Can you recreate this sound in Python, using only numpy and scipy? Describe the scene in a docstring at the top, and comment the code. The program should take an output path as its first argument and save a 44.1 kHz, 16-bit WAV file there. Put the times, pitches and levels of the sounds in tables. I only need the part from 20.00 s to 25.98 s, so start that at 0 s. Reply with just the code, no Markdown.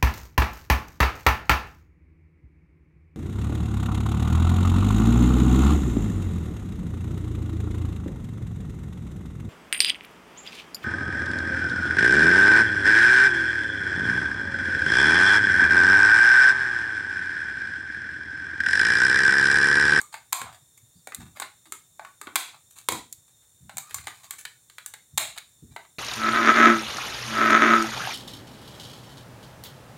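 """Scissors in a blister pack

Scissors cut a stiff plastic shell in a small, bare room, close to a phone. The shell ticks as it
buckles, and crinkles and squeaks under friction; the scissors clack loudly four times, and the hands
bump softly as they shift their grip. The room rings after every click, and the phone's limiter
ducks the loudest ones over a steady hiss."""
import sys
import numpy as np
from scipy import signal
from scipy.fft import rfft, irfft, next_fast_len
from scipy.io import wavfile
from scipy.ndimage import uniform_filter1d

SR = 44100
rng = np.random.default_rng(int(sys.argv[2]) if len(sys.argv) > 2 else 0)


def dump(signal):
    """Clip the signal to [-1, 1] and save it as 16-bit WAV at the path in sys.argv[1]."""
    limited = np.clip(np.atleast_2d(signal).T, -1, 1)
    pcm = np.round(limited * 32767).astype(np.int16)
    wavfile.write(sys.argv[1], SR, pcm)


N = 263915


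def amp(db):
    return 10 ** (np.asarray(db) / 20)


def unit_rms(x):
    return x / np.sqrt(np.mean(x ** 2) + 1e-20)


def unit_energy(x):
    return x / (np.linalg.norm(x) + 1e-20)


def clock(size):
    return np.arange(size) / SR


def along(points, hz):
    """Interpolation of (Hz, value) points on a logarithmic frequency axis."""
    point_hz, values = np.transpose(points)
    return np.interp(np.log(hz + 1), np.log(point_hz + 1), values)


def add(track, start, x):
    """Superposition: x joins the track at a start time in seconds."""
    i = max(round(start * SR), 0)
    track[i:i + len(x)] += x[:max(len(track) - i, 0)]


def coloured(x, db_of_hz):
    """Minimum-phase filtering by a gain curve: nothing sounds before its cause."""
    size = 2 * next_fast_len(len(x))
    gain = amp(db_of_hz(np.fft.rfftfreq(size, 1 / SR)))
    cepstrum = irfft(np.log(gain), size)
    cepstrum[1:size // 2] *= 2
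    cepstrum[size // 2 + 1:] = 0
    return irfft(rfft(x, size) * np.exp(rfft(cepstrum)), size)[:len(x)]


def swell(length):
    """A critically damped envelope: it rises to 1 at a quarter of the length, then falls slowly."""
    u = clock(round(3 * length * SR)) / (length / 4)
    return u * np.exp(1 - u)


def burst(spectrum, t60, linger_db, linger_t60):
    """Two-slope decay of noise: a sharp fracture, then the weaker flutter of the sheet."""
    t = clock(4096)
    fade = amp(-60 * t / t60) + amp(linger_db - 60 * t / linger_t60)
    noise = fade * rng.standard_normal(len(t))
    return unit_energy(coloured(noise, lambda hz: along(spectrum, hz)))


def ring(modes, scatter_db, detune=0.01):
    """Free vibration: damped modes (Hz, dB, T60), their strength and pitch varying with each strike."""
    t = clock(4096)
    hz, db, t60 = np.transpose(modes)[:, :, None]
    strength, shift = rng.standard_normal((2, len(modes), 1))
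    decay = amp(db + scatter_db * strength - 60 * t / t60)
    waves = decay * np.sin(2 * np.pi * hz * (1 + detune * shift) * t)
    polarity = (-1) ** np.arange(len(modes))
    return unit_energy(polarity @ waves)


# The background spectrum. Each row: frequency in Hz, relative level in dB.
FLOOR_SPECTRUM = [(20, -18.5), (60, -6), (125, -1.5), (220, -13), (500, -18), (1300, -22.5), (2900, -27.5),
                  (4300, -19.5), (5000, -29.5), (5400, -16), (6200, -17.5), (8200, -18.5), (10500, -18.5),
                  (16000, -19)]
# Peaks and one dip in the hiss. Each row: centre in Hz, half-width in Hz, gain in dB.
HISS_BANDS = [(1840, 50, 7), (3622, 166, 17.5), (4960, 140, -10), (7260, 680, 12), (9140, 620, 11)]
def noise_floor():
    """Stationary noise: faint room rumble and the microphone's hiss with its narrow bands."""
    def colour(hz):
        bands = sum(db * np.exp(-((hz - centre) / width) ** 2) for centre, width, db in HISS_BANDS)
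        return along(FLOOR_SPECTRUM, hz) + bands
    return amp(-60) * unit_rms(coloured(rng.standard_normal(N), colour))


# The room's decay. Each row: frequency in Hz, reverberation time (T60) in seconds.
ROOM_DECAY = [(150, 0.31), (1000, 0.23), (3500, 0.3), (8000, 0.26), (15000, 0.19)]
def in_room(x, wet_db):
    """Reverberation: the direct sound, then uneven echoes that die fastest in the high treble."""
    hz, t, spectrogram = signal.stft(rng.standard_normal(SR // 2), SR, nperseg=256)
    decay = amp(-60 * t / along(ROOM_DECAY, hz)[:, None])
    tail = signal.istft(spectrogram * decay, SR, nperseg=256)[1]
    build_up = np.interp(clock(len(tail)), [0, .009, .012, .03], [.1, .4, .9, 1])  # far walls reply later
    clumps = amp(0.78 * unit_rms(uniform_filter1d(rng.standard_normal(len(tail)), size=60)))
    echoes = unit_energy(tail * build_up * clumps)
    tone = [(300, -1), (4000, -3.0), (8000, -4.0), (14000, -1.5)]
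    response = amp(wet_db) * coloured(echoes, lambda f: along(tone, f))
    response[0] += 1  # the direct path
    return signal.fftconvolve(x, response)


# Shifts of grip. Each row: start in seconds, level in dB, pitch in Hz, nominal length in seconds.
GRIP_SHIFTS = [(0.396, -61.5, 115, 0.17), (0.606, -71.5, 125, 0.046), (0.82, -66.5, 104, 0.086),
               (0.95, -64, 130, 0.074), (1.164, -53, 146, 0.16), (1.657, -71.5, 310, 0.12),
               (2.9, -54, 190, .12), (3.17, -67.5, 118.3, 0.039), (3.605, -60, 145, 0.12),
               (3.726, -62, 156, 0.1), (3.91, -60, 103, 0.22), (5.116, -57, 101, 0.22),
               (5.621, -53.5, 144, 0.064), (5.679, -57.5, 115, 0.088)]
def hand_bumps():
    """Soft impact: hands shift the pack with low thuds, wider in band the harder and briefer they are."""
    usual_octaves, usual_db, usual_length = 0.92, -59.5, .1
    out = np.zeros(N)
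    for start, db, pitch_hz, length in GRIP_SHIFTS:
        envelope = swell(length)
        octaves = usual_octaves * 2 ** ((db - usual_db) / 6) * np.sqrt(usual_length / length)
        def hump(hz):
            peak_db = -20 * np.log10(1 + (np.log2((hz + 1) / pitch_hz) / octaves) ** 2)
            treble_loss_db = 30 * np.log2(1 + (hz / 600) ** 2)
            return np.maximum(peak_db - treble_loss_db, -90)
        rumble = coloured(rng.standard_normal(SR), hump)[-len(envelope):]
        add(out, start, amp(db) * unit_rms(envelope * rumble))
    return out


# Steel singing on plastic. Each row: start and length in seconds, first and last pitch in Hz,
# level in dB.
SQUEAK_GLIDES = [(0, 0.078, 1183, 1193, -52), (0.337, 0.077, 1087, 1042, -31),
                 (0.935, 0.092, 4630, 4500, -69), (3.802, 0.112, 1160, 1240, -54),
                 (4.185, 0.17, 1085, 1040, -62.5)]
def squeaks():
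    """Stick-slip oscillation: a blade catches and slides fast enough to sing a thin, unsteady note."""
    out = np.zeros(N)
    for start, length, first_hz, last_hz, db in SQUEAK_GLIDES:
        size = round(length * SR)
        waver = unit_rms(uniform_filter1d(rng.standard_normal(size), size=150))
        pitch_hz = np.linspace(first_hz, last_hz, size) * (1 + 0.046 * waver)
        note = np.sin(2 * np.pi * np.cumsum(pitch_hz) / SR)
        add(out, start, amp(db) * signal.windows.tukey(size, alpha=.5) * note)
    return in_room(out, wet_db=-7)[:N]


# The crackle of the plastic. Each row: frequency in Hz, relative level in dB.
CRACKLE_SPECTRUM = [(100, -56.5), (450, -12.5), (800, -17.5), (1300, -5.5), (1550, 2.5), (1800, -1.5),
                    (2200, 2), (2900, -5.5), (3800, 2.5), (4400, -2), (5100, -10), (6000, -24.5),
                    (9000, -60.5)]
# The shell's resonances. 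Each row: frequency in Hz, relative level in dB, T60 in seconds.
SHELL_MODES = [(1500, -8, .035), (1888, -2.5, .03), (2140, 8, 0.042), (2279, 8, .03), (2450, -13, 0.043),
               (3076, 1.5, .02), (3800, -5.5, .03), (3850, -5.5, 0.07), (4600, 5, 0.016)]
def shell_crackle(hard_db):
    """Impulse excitation: harder contact favours the upper modes; the thin sheet radiates little bass."""
    noise = burst(CRACKLE_SPECTRUM, t60=0.021, linger_db=-11.0, linger_t60=0.089)
    modes = amp(-8.5) * ring(SHELL_MODES, scatter_db=8.0, detune=0.029)  # strain shifts the modes
    hardness, radiation = [(1800, -0.38), (3600, 0.81)], [(150, -20), (700, -8)]
    tilt = lambda hz: hard_db * along(hardness, hz) + along(radiation, hz)
    return unit_energy(coloured(noise + modes, tilt))


# The cutting edge and the instant of fracture. Each row of both: frequency in Hz, relative level in dB.
EDGE_SPECTRUM = [(1500, -56), (4000, -30.5), (5400, -19.5), (6300, -7), (7000, -2.5), (7800, -2),
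                 (9000, -5), (11000, -11), (16000, -24.5)]
FRACTURE_SPECTRUM = [(1000, -45), (5000, -8.5), (9500, -8.5), (14000, 1), (16000, -10.5)]
# The ping of the steel. Each row: frequency in Hz, relative level in dB, T60 in seconds.
BLADE_MODES = [(7080, -4.5, 0.025), (7750, 0, 0.0096), (8370, 1, 0.013)]
def blade_crack(hard_db, hollow_db):
    """Fracture at the edge: stronger on hard contact; the steel rings more freely if the panel gives."""
    edge = burst(EDGE_SPECTRUM, t60=0.021, linger_db=-16, linger_t60=0.048)
    fracture = burst(FRACTURE_SPECTRUM, t60=0.0034, linger_db=-12.5, linger_t60=0.041)
    ping = ring(BLADE_MODES, scatter_db=5.0)
    return unit_energy(edge + amp(-6.5 + .15 * hard_db) * fracture + amp(-4.5 + .8 * hollow_db) * ping)


def hollow_note(pitch_hz, t60):
    """Plate resonance: a buckling panel sounds a short note of three modes."""
    modes = [(pitch_hz, 0, t60), (pitch_hz * .7, -3, .018), (pitch_hz * 1.26, -6, .016)]
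    tone = [(120, -30.5), (350, -24), (620, -1.5), (2000, 10.0), (6000, -21)]
    return unit_energy(coloured(ring(modes, scatter_db=1.5), lambda hz: along(tone, hz)))


# The low knock of a jolt. Each row: frequency in Hz, relative level in dB.
KNOCK_SPECTRUM = [(30, -74), (80, -7.5), (180, -10), (330, 6.5), (500, -1), (900, -25), (2000, -52.5)]
def click(pitch_hz, hollow_db, hollow_t60, hard_db, knock_db, steel_db):
    """One impulse drives four radiators; steel, hollow note and knock are set relative to the crackle."""
    crackle = shell_crackle(hard_db)
    crack = blade_crack(hard_db, hollow_db)
    hollow = hollow_note(pitch_hz, hollow_t60)
    knock = burst(KNOCK_SPECTRUM, t60=0.039, linger_db=-9, linger_t60=0.096)
    return crackle + amp(steel_db) * crack + amp(hollow_db) * hollow + amp(knock_db) * knock


# Blades and fingers sliding on the shell. Each row: start in seconds, level in dB,
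# nominal length in seconds, steel in dB.
SLIDES = [(0, -48, 0.013, -2.5), (0.121, -53.5, 0.053, 0.5), (0.454, -54, 0.097, -14),
          (0.523, -58.5, 0.045, -0.5), (0.769, -60.5, 0.031, 9), (1.195, -58, 0.091, -1.5),
          (1.349, -59, 0.086, -2), (1.654, -61.5, 0.038, -0.5), (2.258, -59, 0.083, -16),
          (2.531, -59, 0.049, -8), (2.701, -62, 0.045, 9.5), (2.753, -58.5, 0.088, 4.5),
          (3.274, -71, 0.044, 2.5), (3.418, -73.5, 0.039, 0.5), (3.845, -60.5, 0.49, 2.5),
          (4.231, -55.5, 0.04, 2.5), (4.382, -50.5, 0.049, 6.5), (5.353, -55, 0.048, -3.5),
          (5.707, -69, 0.055, 1), (5.847, -61.5, 0.022, -7)]
def scrapes():
    """Sliding friction: tiny, uneven slips crinkle the shell; the more steel, the less hollow."""
    slips_per_s = 910
    out = np.zeros(N)
    for start, db, length, steel_db in SLIDES:
        envelope = swell(length)
        size = len(envelope)
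        slips = rng.standard_normal(size) * (rng.random(size) < slips_per_s / SR)
        slip_sound = click(pitch_hz=950, hollow_db=-3 - steel_db, hollow_t60=0.0075,
                           hard_db=0.5, knock_db=-22.5, steel_db=steel_db)
        crinkle = signal.fftconvolve(slips, slip_sound)[:size]
        add(out, start, amp(db) * unit_rms(envelope * crinkle))
    return in_room(out, wet_db=-8.5)[:N]


# Small buckles and nips. Each row: start in seconds, level in dB, panel pitch in Hz, then in dB
# steel (the blade's part), give (how deeply the panel buckles) and knock.
BUCKLES = [(0.0145, -23.5, 1190, 13.5, 4.5, -11), (0.1412, -11, 896, -6, 0.5, -35),
           (0.4158, -10.5, 1067, -1.5, 3.5, -12.5), (1.0721, -16.5, 800, 0, 2, -8.5),
           (1.1211, -16, 1236, -12, -3, -17), (1.1466, -16, 1200, 10, -52, -32),
           (1.3707, -21.5, 604, -7.5, -2, -21), (1.3992, -12, 1123, 5.5, 1.5, -15),
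           (1.4195, -13.5, 840, -3.5, 3, -38), (1.4221, -7.5, 1020, -11, -5.5, -20),
           (1.7222, -14.5, 1290, 8, 0, -13.5), (1.9947, -17, 876, -13, 6.5, -21),
           (2.0489, -18.5, 1126, -9, 5, -23), (2.2142, -19.5, 1220, 5.5, 5.5, -8.5),
           (2.2704, -13.5, 1140, -15, -8, -3.5), (2.2773, -24.5, 1125, -16, 10.5, -8),
           (2.7861, -26, 770, 6.5, -14, -30), (2.9209, -3.5, 983, 4, 5, -4),
           (3.1263, -25.5, 820, 16, -45.5, -37), (3.6948, -18, 820, -6, -0.5, -38.5),
           (3.7701, -16, 774, 8.5, -1.5, -28), (3.782, -12.5, 970, 8.5, -6.5, -26.5),
           (3.909, -19, 1255, -3.5, -9, -30), (3.944, -12.5, 1130, 10.5, -1, -39),
           (3.9835, -17.5, 1180, -14, -18, -28), (4.0706, -7.5, 844, -4, -4, -19),
           (4.081, -17, 1200, -2, 2.5, -30), (4.308, -13.5, 1145, 7.5, -3.5, -29),
           (4.3359, -26.5, 1110, -5, -4, -12), (4.4519, -8.5, 1135, -4, -14.5, -36),
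           (4.6985, -26, 1256, -1.5, -12.5, -21), (4.783, -14, 1280, -6, -7.5, -44),
           (4.861, -20, 1170, 12.5, -4.5, -23), (4.9379, -16, 863, 0, -9, -32),
           (5.3765, -12, 1110, -6, -21, -44), (5.382, -12, 1260, -2, -31, -38),
           (5.7626, -12.5, 930, -10.5, 2.5, -13.5)]
def shell_ticks():
    """Contact stiffness sets timbre: a nip of steel is hard and thin, a giving panel soft and hollow."""
    hollow_t60 = .032  # fingers damp the panel to a short tock
    out = np.zeros(N)
    for start, db, pitch_hz, steel_db, give_db, knock_db in BUCKLES:
        hard_db = -5 + 0.42 * steel_db - 0.18 * give_db
        hollow_db = give_db - 1
        wet_db = -4 + 0.14 * give_db  # a giving panel radiates all round the room
        tick = click(pitch_hz, hollow_db, hollow_t60, hard_db, knock_db, steel_db)
        add(out, start, amp(db) * in_room(tick, wet_db))
    return out


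# Loud scissor clacks, the third with a heavy knock. Each row: time in seconds, level in dB, relative
# level of the lead-in click in dB, pitch in Hz, then in dB hollow note, knock, steel and reverberation.
CLACKS = [(0.3287, 3.5, -14.5, 1033, -1.5, -30, 4.5, -4), (2.3605, 7.5, 5.5, 1040, -4, -25, 1, -5.5),
          (2.8869, 7, -52, 1037, -1, -7.5, 1.5, -5.5), (5.1792, 10, -13.5, 840, -6.5, -29, 3, -2)]
def scissor_clacks():
    """Hard impact: a lead-in click, the clack, and a slightly weaker layer to thicken and smooth it."""
    lead_s, layer_lag_s = 0.0037, 0.0009204
    hollow_t60, hard_db = 0.019, 0.76
    out = np.zeros(N)
    for when, db, lead_db, pitch_hz, hollow_db, knock_db, steel_db, wet_db in CLACKS:
        lead_in = (when - lead_s, db + lead_db)
        second_layer = (when + layer_lag_s, db - 4)
        for start, level_db in (lead_in, (when, db), second_layer):
            clack = click(pitch_hz, hollow_db, hollow_t60, hard_db, knock_db, steel_db)
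            add(out, start, amp(level_db) * in_room(clack, wet_db))
    return out


def scene():
    """Superposition: the pressures of all sources add at one microphone."""
    return (scissor_clacks() + shell_ticks() + scrapes() + squeaks() + hand_bumps() + noise_floor())[None]


def limiter(x, ceiling_db, release_db_per_s):
    """Peak limiting: the gain drops at once on a peak and climbs back at a steady rate."""
    over_db = np.maximum(20 * np.log10(np.abs(x) + 1e-9) - ceiling_db, 0)
    climb_db = release_db_per_s * clock(N)
    cut_db = np.maximum.accumulate(over_db + climb_db, axis=-1) - climb_db
    return x * amp(-uniform_filter1d(cut_db, size=16))


def record(dry):
    """Finite range and bandwidth: the phone limits the peaks and sheds deep bass and the highest treble."""
    limited = limiter(dry, ceiling_db=-8.0, release_db_per_s=89)
    thinned = signal.sosfilt(signal.butter(3, 54, "highpass", fs=SR, output="sos"), limited)
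    return signal.sosfilt(signal.butter(24, 16000, "lowpass", fs=SR, output="sos"), thinned)


dry = scene()
out = record(dry)
dump(out)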